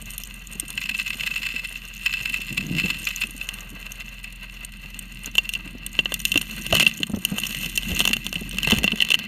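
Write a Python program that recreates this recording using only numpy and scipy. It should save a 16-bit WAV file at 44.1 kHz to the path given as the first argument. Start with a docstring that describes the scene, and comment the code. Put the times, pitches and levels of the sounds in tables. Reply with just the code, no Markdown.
"""A stream bed, heard from inside a camera housing under water, where a suction dredge works.
Cobbles grind in spells as bursts of tiny slips, one is rolled aside by hand, and chips of grit tick.
The nozzle comes near and swallows loads of gravel: stones clack into the steel as struck resonators,
noise rattles up the hose and the water column gulps as a damped oscillator. The pump engine drones
in shaft orders; the housing colours the solid impacts and the flow, with a strong ring near 2.7 kHz."""
import sys
import numpy as np
from scipy import signal
from scipy.fft import rfft, irfft
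from scipy.io import wavfile
from scipy.ndimage import uniform_filter1d, map_coordinates

SR = 44100
rng = np.random.default_rng(int(sys.argv[2]) if len(sys.argv) > 2 else 0)


def wav_out(sig):
    """Save sig, one row per channel (or a flat mono array), as 16-bit PCM at SR to the path in sys.argv[1]."""
    wavfile.write(sys.argv[1], SR, np.round(np.clip(np.atleast_2d(sig).T, -1, 1) * 32767).astype(np.int16))


N = 408807
TIME = np.arange(N) / SR
BLOW = TIME[:4096]  # time axis of a single event [s]


def from_db(db):
    """Logarithmic level: decibels to amplitude gain."""
    return 10 ** (np.asarray(db) / 20)


def rms_one(x):
    """Power normalization: scale to unit mean square."""
    return x / np.sqrt(np.mean(x ** 2) + 1e-20)


def top_one(x, size):
    """Short-time power normalization: the loudest stretch of size samples gets unit power."""
    return x / np.sqrt(uniform_filter1d(x ** 2, size).max() + 1e-20)


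def in_time(rows):
    """Linear interpolation: each column of a curve at every sample."""
    s, *columns = np.transpose(rows)
    return [np.interp(TIME, s, c) for c in columns]


def add(out, s, sound):
    """Superposition: mix a sound in at a time in seconds."""
    i = max(round(s * SR), 0)
    out[i:i + len(sound)] += sound[:N - i]


def drift(rate):
    """Slow random modulation: straight lines between rate random knots per second, unit power."""
    knots = rng.standard_normal(int(N / SR * rate) + 4)
    return rms_one(map_coordinates(knots, [TIME * rate], order=1))


def swell(middle_s, half_s):
    """Gaussian envelope: 1 at its middle, 1/e at half_s from it."""
    return np.exp(-((TIME - middle_s) / half_s) ** 2)


def band(x, low_hz, high_hz):
    """Band limitation by a causal Butterworth filter."""
    edges = [low_hz, min(high_hz, .45 * SR)]
    return signal.sosfilt(signal.butter(2, edges, "band", fs=SR, output="sos"), x)


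def through(x, response):
    """Linear system: convolve a force with an impulse response."""
    return signal.oaconvolve(x, response)[:len(x)]


# resonances and notches of the housing: (centre [Hz], width [Hz], gain [dB])
HOUSING_MODES = [(819, 61, -11.5), (1198, 28, 5.5), (1468, 32, -12.5), (1600, 236, 10.5), (1751, 83, -17.5),
                 (1988, 434, 16), (2233, 64, -17.5), (2706, 265, 16), (3018, 324, 13.5), (3533, 110, -3),
                 (3510, 166, 13), (4193, 560, 11), (4790, 137, -12.5), (6845, 690, 7), (7770, 600, -6.5),
                 (8826, 1040, 11), (10660, 1000, -3.5), (13020, 1840, 16.5)]


def housed(colour, size=4096):
    """Minimum phase: causal impulse response of a force spectrum heard through the housing."""
    hz = np.maximum(np.fft.rfftfreq(size, 1 / SR), 1)
    knots, knots_db = np.transpose(colour)
    db = np.interp(np.log(hz), np.log(knots), knots_db)
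    for centre, width, peak_db in HOUSING_MODES:
        db = db + peak_db / (1 + (2 * (hz - centre) / width) ** 2)
    cepstrum = irfft(np.log(from_db(db)))
    # folding the cepstrum onto positive time makes the response causal
    fold = 1 + np.sign(size / 2 - np.arange(size))
    fold = fold * np.r_[.5, np.ones(size - 1)]
    return irfft(np.exp(rfft(cepstrum * fold)))


def grains(per_s, spread_db):
    """Shot noise: random contacts of very uneven strength and either sign."""
    sizes = from_db(spread_db * np.minimum(rng.exponential(1, N), 4)) * rng.choice([-1, 1], N)
    return sizes * (rng.random(N) < per_s / SR)


def snap(crush, crush_s):
    """Impulsive contact: a click and a decaying noise burst, which gives each one its own colour."""
    force = crush * rng.standard_normal(len(BLOW)) * np.exp(-BLOW / crush_s)
    force[0] += 1
    return force


# level at which the engine drone is heard, with dips, before its orders are weighted:
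# (time [s], level [dB])
DRONE_LEVEL = [(0, -41.5), (.9, -46), (2.4, -43.5), (6.65, -42), (7.0, -56), (7.9, -36), (8.25, -44),
               (8.65, -37), (9.27, -56)]
# engine orders: (multiple of the shaft speed [1], mean level [dB])
ENGINE_ORDERS = [(1, 3.5), (1.5, -11.5), (2, -17.5), (2.5, -13), (3, -11.5), (4, -18), (4.5, -13), (5, -19)]
SHAFT_HZ = 43.2  # mean shaft speed


def engine(wander=0.00733, uneven_db=0.5):
    """Order spectrum of a four-stroke: a strong shaft tone with wavering whole and half orders."""
    turns = np.cumsum(SHAFT_HZ * (1 + wander * drift(3.2))) / SR
    drone = np.zeros(N)
    for order, db in ENGINE_ORDERS:
        waver_db = uneven_db * min(order - 1, 1) * drift(8.4)  # no level waver on the shaft tone
        drone += from_db(db + waver_db) * np.sin(2 * np.pi * (order * turns + rng.random()))
    return from_db(in_time(DRONE_LEVEL)[0]) * drone


# loads of gravel swallowed at once: (time of the peak [s], half length [s], swell of the gravel [dB])
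GRAVEL_LOADS = [(6.35, 0.072, 3.5), (6.782, 0.1, 9.5), (7.994, 0.14, 6.5), (8.705, 0.14, 5.5)]


def loads_db():
    """Level modulation: how far the passing loads raise the gravel flow."""
    return sum(db * swell(s, half_s) for s, half_s, db in GRAVEL_LOADS)


# swirl at the mouth, louder as the nozzle comes near: (time [s], relative level [dB])
SWIRL_LEVEL = [(0, -54.5), (.95, -48), (1.9, -53.5), (3.2, -49), (4.4, -55), (6.1, -44.5), (6.6, -42),
               (9.27, -42)]
# gravel going up the hose, choked briefly by a big stone: (time [s], relative level [dB])
GRAVEL_LEVEL = [(0, -39), (.5, -42), (1.3, -42), (2.0, -38.5), (3.0, -39), (4.4, -39), (6.1, -39),
                (6.9, -34.5), (7.12, -45), (7.5, -34), (8.25, -37), (9.27, -32)]
# hiss of sand: (time [s], relative level [dB])
SAND_LEVEL = [(0, -46), (.6, -49.5), (1.3, -43.5), (1.9, -49.5), (3.15, -43.5), (4.4, -54), (5.45, -47),
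              (5.8, -57.5), (6.3, -40), (7.12, -48.5), (7.55, -36.5), (8.25, -44), (8.75, -49), (9.27, -57)]
SAND_FOLLOWS, WASH_FOLLOWS = 0.78, 0.54  # share of a load's swell [dB per dB]
WASH_DB, WASH_RISES = -55, 0.12  # base level of silt washing about; share of the swirl's rise
# a cloud of silt is stirred up: peak, rise and settling times, boost of the wash
CLOUD_S, CLOUD_RISE_S, CLOUD_SETTLE_S, CLOUD_DB = 3.54, 0.13, 0.47, 6.5


def flow_levels():
    """Common modulation: each load swells swirl, gravel, sand and wash [dB]; the cloud lifts the wash."""
    (swirl,), (gravel,), (sand,) = in_time(SWIRL_LEVEL), in_time(GRAVEL_LEVEL), in_time(SAND_LEVEL)
    load = loads_db()
    cloud = swell(CLOUD_S, np.where(TIME < CLOUD_S, CLOUD_RISE_S, CLOUD_SETTLE_S))
    wash = WASH_DB + WASH_RISES * (swirl - swirl.min()) + WASH_FOLLOWS * load + CLOUD_DB * cloud
    return swirl + load, gravel + load, sand + SAND_FOLLOWS * load, wash


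# force spectrum of the swirl, before the housing: (frequency [Hz], level [dB])
SWIRL_SPECTRUM = [(20, -34), (50, -2), (90, -13.5), (150, 2), (215, 5), (270, -10.5), (330, -8),
                  (420, -31.5), (900, -50)]
# force spectrum of the washing silt, before the housing: (frequency [Hz], level [dB])
WASH_SPECTRUM = [(200, -41), (400, -0.5), (700, -1), (1150, 0.5), (1700, -7.5), (3000, -45)]
# force spectrum of the gravel, before the housing: (frequency [Hz], level [dB])
GRAVEL_SPECTRUM = [(800, -23.5), (1500, -11.5), (2600, 4), (3200, -8.5), (4500, -5.5), (6500, -25),
                   (12000, -36)]


def flow(swirl_db=1.5, gravel_db=-4.5, lump_db=-8.5, sand_db=-3.0, tick_db=-0.5):
    """Filtered random excitation: water swirls, gravel and sand rattle, larger bits click singly."""
    swirl_level, gravel_level, sand_level, wash_level = flow_levels()
    clumps = drift(55)

    def rattle(force, colour, clump_db):
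        """Amplitude modulation: a force that comes in clumps, heard through the housing."""
        return rms_one(through(force * from_db(clump_db * clumps), housed(colour)))

    eddies = rng.standard_normal(N) * from_db(2.2 * drift(45))
    swirl = rms_one(through(eddies, housed(SWIRL_SPECTRUM)))
    wash = rattle(grains(per_s=1300, spread_db=1.5), WASH_SPECTRUM, clump_db=3.5)
    gravel = from_db(gravel_db) * rattle(rng.standard_normal(N), GRAVEL_SPECTRUM, clump_db=2.5)
    lumps = grains(per_s=160, spread_db=7.0)
    lumps = from_db(lump_db) * rattle(lumps, COBBLE_SPECTRUM, clump_db=2.5)
    sand = rng.standard_normal(N) * from_db(4.4 * drift(400))
    sand = from_db(sand_db) * rattle(sand, GRIT_SPECTRUM, clump_db=2.0)
    water = from_db(swirl_level + swirl_db) * swirl + from_db(wash_level) * wash
    coarse = from_db(gravel_level) * (gravel + lumps)
    fine = from_db(sand_level) * (sand + from_db(tick_db) * ticking())
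    return water + coarse + fine


def ticking(count=260, spread_db=4.0):
    """Random point process: smaller chips at chance moments, unit power overall."""
    out, response = np.zeros(N), housed(GRIT_SPECTRUM)
    for s in rng.uniform(0, N / SR, count):
        add(out, s, from_db(spread_db * min(rng.normal(), 2)) * chip(response))
    return rms_one(out)


LITTLE_GULP_DB, LITTLE_GULP_HZ = 7.5, 189  # level against the swirl curve; usual pitch


def little_gulps(count=60, spread_db=5.0, pitch_spread=.28):
    """Vortex shedding: eddies break off at random, following the swirl; rows (s, dB, Hz)."""
    moments = rng.uniform(0, TIME[-1], count)
    chance = np.clip(rng.standard_normal((count, 2)), -2, 1.5)
    levels = np.interp(moments, TIME, flow_levels()[0]) + LITTLE_GULP_DB + spread_db * chance[:, 0]
    pitches = LITTLE_GULP_HZ * np.exp(pitch_spread * chance[:, 1])
    return list(zip(moments, levels, pitches))


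# the deepest gulps of water: (time [s], level of the loudest 4 ms [dB], pitch [Hz])
DEEP_GULPS = [(2.846, -23.5, 178), (6.356, -21, 288), (6.731, -15, 624), (7.095, -24, 194.8),
              (7.135, -17, 206), (7.168, -24, 202.7), (7.317, -20, 183), (7.915, -22.5, 76.1),
              (8.725, -12.5, 217), (8.78, -21.5, 59.6), (8.842, -19.5, 192), (8.929, -23.5, 208)]


def gulps(cycles=1.77, rise_s=0.0032, churn=0.27, push=0.24, push_hz=95):
    """Damped oscillator: the checked water column swings briefly, with a low push and churning."""
    out = np.zeros(N)
    for s, db, hz in DEEP_GULPS + little_gulps():
        churning = churn * rms_one(band(rng.standard_normal(len(BLOW)), 40, 445))
        swing = (np.sin(2 * np.pi * hz * BLOW) + churning) * np.exp(-BLOW * hz / cycles)
        thud = push * np.sin(2 * np.pi * push_hz * BLOW) * np.exp(-BLOW * push_hz)
        gulp = (swing + thud) * (1 - np.exp(-BLOW / rise_s)) * (1 - BLOW / BLOW[-1])
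        add(out, s, from_db(db) * top_one(gulp, size=176))
    return out


def chip(response):
    """Resonant impact: a snap of one bit of grit, tinted by the pitch of the grain."""
    blow = through(snap(crush=0.51, crush_s=0.0024), response)
    hz = rng.uniform(5300, 10700)
    return top_one(.5 * blow + band(blow, hz / 1.16, hz * 1.16), size=176)


# the sharpest chips of grit: (time [s], relative level [dB])
SHARP_CHIPS = [(0.1055, -22.5), (0.18, -15.5), (0.2358, -20), (0.598, -9.5), (0.7036, -18.5),
               (3.161, -15.5), (3.5399, -21), (3.919, -22), (4.6485, -18.5), (4.991, -17.5), (5.2593, -17),
               (5.864, -15)]
# force spectrum of grit, also of sand and ticks in the flow: (frequency [Hz], level [dB])
GRIT_SPECTRUM = [(1000, -38.5), (3000, -1.5), (4700, -8.5), (6000, 3.5), (9000, -3), (13500, -6),
                 (15000, -7), (16000, -38)]


def chips(level_db=-7.0):
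    """Impulse excitation: single bits of grit snap against steel and rock."""
    out, response = np.zeros(N), housed(GRIT_SPECTRUM)
    for s, db in SHARP_CHIPS:
        add(out, s, from_db(db + level_db) * chip(response))
    return out


# single cobble slides, strong and weak, that stand out at their moment:
# (time of the loudest moment [s], relative level [dB])
SINGLE_SLIDES = [(0.781, -13), (0.896, -13.5), (0.951, -16.5), (0.999, -13), (1.067, -17), (1.108, -14),
                 (1.211, -15), (1.238, -15), (1.274, -14), (1.364, -14), (1.468, -14.5), (1.564, -14),
                 (1.76, -20.5), (2.064, -8), (2.141, -12), (2.26, -14), (2.345, -12), (2.579, -10),
                 (2.801, -12.5), (2.908, -11.5), (3.074, -11), (3.22, -12.5), (3.416, -16.5), (4.246, -22),
                 (6.757, -15), (6.814, -7), (8.65, -11)]
# force spectrum of cobbles, also of lumps in the flow: (frequency [Hz], level [dB])
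COBBLE_SPECTRUM = [(300, -42), (750, -19.5), (1000, -8.5), (1900, -10.5), (2620, 2.5), (3100, -7.5),
                   (4500, -8.5), (5050, -2), (6200, -22), (7400, -5.5), (9000, -21.5), (15000, -26.5)]


def cobbles(level_db=-7.5, slide_s=0.0038, slips_per_s=2500, ring_db=-3.0, settle_db=-10.0):
    """Frictional excitation: a swell of slips pumps a housing ring; a weaker settling slide follows."""
    out, response = np.zeros(N), housed(COBBLE_SPECTRUM)
    mode = np.sin(2 * np.pi * 2660 * BLOW) * np.exp(-BLOW / .005)
    lead = BLOW[-1] / 3  # time of the main slide within an event

    def slide(peak_s):
        """Asymmetric exponential envelope: pressure builds quickly and eases off."""
        return np.exp(-np.maximum((peak_s - BLOW) * 1.5, BLOW - peak_s) / slide_s)

    for s, db in SINGLE_SLIDES + spell_slides():
        later = rng.uniform(.016, .045)  # delay of the settling slide [s]
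        pressure = slide(lead) + from_db(settle_db) * slide(lead + later)
        slips = rng.standard_normal(len(BLOW)) * (rng.random(len(BLOW)) < slips_per_s / SR)
        grind = top_one(through(slips * pressure, response), size=300)
        grind = grind + from_db(ring_db) * top_one(through(grind, mode), size=300)
        add(out, s - lead - .002, from_db(db + level_db) * top_one(grind, size=300))
    return out


# spells in which shifted cobbles keep grinding:
# (start [s], end [s], relative level of a usual slide [dB])
GRINDING_SPELLS = [(0.8, 1.663, -20.5), (2.06, 2.47, -19.5), (2.777, 2.967, -14.5), (2.999, 3.252, -30.5)]
SLIDES_PER_S, SLIDE_SPREAD_DB = 19, 2


def spell_slides(count=24):
    """Stick-slip: through each spell the cobbles slide at an uneven pace; rows (s, dB)."""
    rows = []
    for start, end, db in GRINDING_SPELLS:
        moments = start + (np.arange(count) + rng.random(count)) / SLIDES_PER_S
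        levels = db + SLIDE_SPREAD_DB * rng.standard_normal(count)
        rows += [(s, slide_db) for s, slide_db in zip(moments, levels) if s < end]
    return rows


SCRAPE_DB, SCRAPE_FADE_S = -16.5, 0.11  # level against a spell's figure; decay constant at either end


def scraping():
    """Sustained friction: gravel caught between shifting cobbles scrapes through each spell."""
    level = np.zeros(N)
    for start, end, db in GRINDING_SPELLS:
        outside_s = np.maximum(np.maximum(start - TIME, TIME - end), 0)
        level += from_db(db + SCRAPE_DB) * np.exp(-outside_s / SCRAPE_FADE_S)
    force = grains(per_s=810, spread_db=5.0) * from_db(3.0 * drift(50))
    return level * rms_one(through(force, housed(COBBLE_SPECTRUM)))


# force spectrum of the rolling cobble's knocks: (frequency [Hz], level [dB])
ROLL_SPECTRUM = [(40, -18), (90, -5.5), (160, 4), (230, 0.5), (320, -5.5), (390, -19.5), (600, -23),
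                 (900, -31), (2000, -60)]
ROLL_S, ROLL_HALF_S = 2.734, 0.2  # a cobble is rolled aside: middle and half length


def rolling(level_db=-28.5):
    """Repeated impact: a cobble tumbles over its neighbours in a swell of dull knocks."""
    knocks = grains(per_s=220, spread_db=2.0) * from_db(3.9 * drift(40))
    knocks = rms_one(through(knocks, housed(ROLL_SPECTRUM)))
    return from_db(level_db) * swell(ROLL_S, ROLL_HALF_S) * knocks


# the biggest stones striking the nozzle, levels relative, ring against clack:
# (time [s], clack [dB], body [dB], crack [dB], ring [dB])
BIG_STONES = [(3.489, -13.5, -35.5, -27, -8), (5.353, -10, -26.5, -29, -10), (5.3817, 2, -17, -22.5, 5.5),
              (5.4914, -14.5, -41, -27, 6), (5.5367, -12, -46, -26, 0), (5.5515, -13, -49, -40, 7),
              (5.9902, 0, -17.5, -47, 4.5), (6.0568, -5, -21.5, -65, -28), (6.1206, -11, -19.5, -33, 1),
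              (6.141, -15.5, -49, -17.5, 6), (6.2522, -5, -39, -15.5, 1.5), (6.318, -8, -43, -23, -2),
              (6.3576, -3, -20.5, -32, 2.5), (6.3755, -4, -26, -19.5, -11), (6.7255, -2.5, -13, -24, -16.5),
              (6.8055, -1, -19, -24, -6), (6.8274, -3, -18.5, -21, 1), (6.8654, 2.5, -22, -33, -4.5),
              (7.0315, -4, -24.5, -29, -19), (7.25, -5.5, -24.5, -14, -16.5), (7.3832, -9.5, -22, -32, -16),
              (7.435, -9, -31, -32, -5), (7.7755, -8.5, -31, -18.5, 3), (7.9923, -14, -45, -19, -10.5),
              (8.0042, 0, -17, -23, -15), (8.0524, -3, -19.5, -20, -10), (8.0753, -3.5, -17.5, -18.5, -11),
              (8.1319, -3.5, -26.5, -25, 8), (8.2655, -11, -30, -26.5, -11), (8.3562, -11, -40, -37, -19),
              (8.6311, -8, -27, -26, 0), (8.673, -6, -17, -28.5, -4.5), (8.7193, 1, -14.5, -24.5, 2),
              (8.842, -3, -12, -22, 6.5), (8.878, -1, -19, -52, -25), (8.9189, -7, -25, -51, -8),
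              (9.0042, -2, -32, -35, -17.5), (9.022, -0.5, -35, -26.5, -12.5), (9.104, -4.5, -26, -24, -10),
              (9.1175, -2, -42, -29, -17), (9.1421, 1.5, -54, -25, -12)]
# force spectrum of stones and pebbles, before the housing: (frequency [Hz], level [dB])
STONE_SPECTRUM = [(100, -15), (300, -5), (650, -5), (1100, -7.5), (2000, -14.5), (2900, -2), (4000, -10.5),
                  (6000, -7.5), (10000, -16.5), (15000, -24.5)]
# what a square hit leaves ringing: (frequency [Hz], level [dB], 60 dB decay time [s])
HOUSING_RING = [(2755, 0, .04), (4590, -32, .05), (6930, -25, .04)]


def stones(clack_db=-8.0, body_db=-3.0, steel_decay_s=0.00017):
    """Modal impact: each stone gives a click and a brief crunch; square hits ring the housing."""
    out, response = np.zeros(N), housed(STONE_SPECTRUM)
    ring = np.zeros(len(BLOW))
    for hz, db, t60 in HOUSING_RING:
        ring += from_db(db - 60 * BLOW / t60) * np.sin(2 * np.pi * hz * BLOW)
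    ring = ring * (1 - np.exp(-BLOW / .0015))  # the ring builds up
    for s, level_db, low_db, high_db, ring_db in BIG_STONES:
        scatter = .015 * rng.standard_normal(len(BLOW)) * np.exp(-BLOW / .008)
        blow = through(snap(crush=0.19, crush_s=0.0025) + scatter, response)
        # the steel answers at a pitch that depends on where it is struck
        steel_hz = 2950 * (1 + rng.normal(0, .04))
        steel = np.sin(2 * np.pi * steel_hz * BLOW) * np.exp(-BLOW / steel_decay_s)
        clack = top_one(through(band(blow, 1780, 9500), steel), size=176)
        body = top_one(band(band(blow, 87, 2000), 88, 1700), size=176)
        crack = top_one(band(band(blow, 5500, 15700), 4700, 20000), size=176)
        add(out, s, from_db(level_db + clack_db) * (clack + from_db(ring_db) * ring))
        add(out, s, from_db(low_db + body_db) * body + from_db(high_db) * crack)
    return out


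DIG_START_S = 6.25  # the nozzle is in the gravel from here


def pebbles(count=170, stray_db=4.0, spread_db=7.0):
    """Inhomogeneous point process: dry taps come thicker and stronger with the gravel flow."""
    out, response, gravel_level = np.zeros(N), housed(STONE_SPECTRUM), flow_levels()[1]
    passed = np.cumsum(from_db(gravel_level) * (TIME > DIG_START_S))
    # equal shares of the gravel passed are equally likely to hold a tap
    moments = np.interp(rng.random(count), passed / passed[-1], TIME)
    chance_db = spread_db * np.minimum(rng.normal(size=count), 1.8)
    levels = np.interp(moments, TIME, gravel_level) + stray_db + chance_db
    for s, db in zip(moments, levels):
        tap = through(snap(crush=0.24, crush_s=0.0015), response)
        add(out, s, from_db(db) * top_one(tap, size=176))
    return out


def scene():
    """Superposition: all sources reach the one microphone."""
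    water = engine() + flow() + gulps()
    bed = chips() + cobbles() + scraping() + rolling()
    return (water + bed + stones() + pebbles())[None]


def record(dry):
    """Saturation and band limitation: peaks overload, then the top is cut."""
    overloaded = np.clip(dry, -.92, .92)
    # 75 dB down from 16.8 kHz upward
    low_pass = signal.cheby2(16, 75, 16800, fs=SR, output="sos")
    return signal.sosfilt(low_pass, overloaded)


dry = scene()
out = record(dry)
wav_out(out)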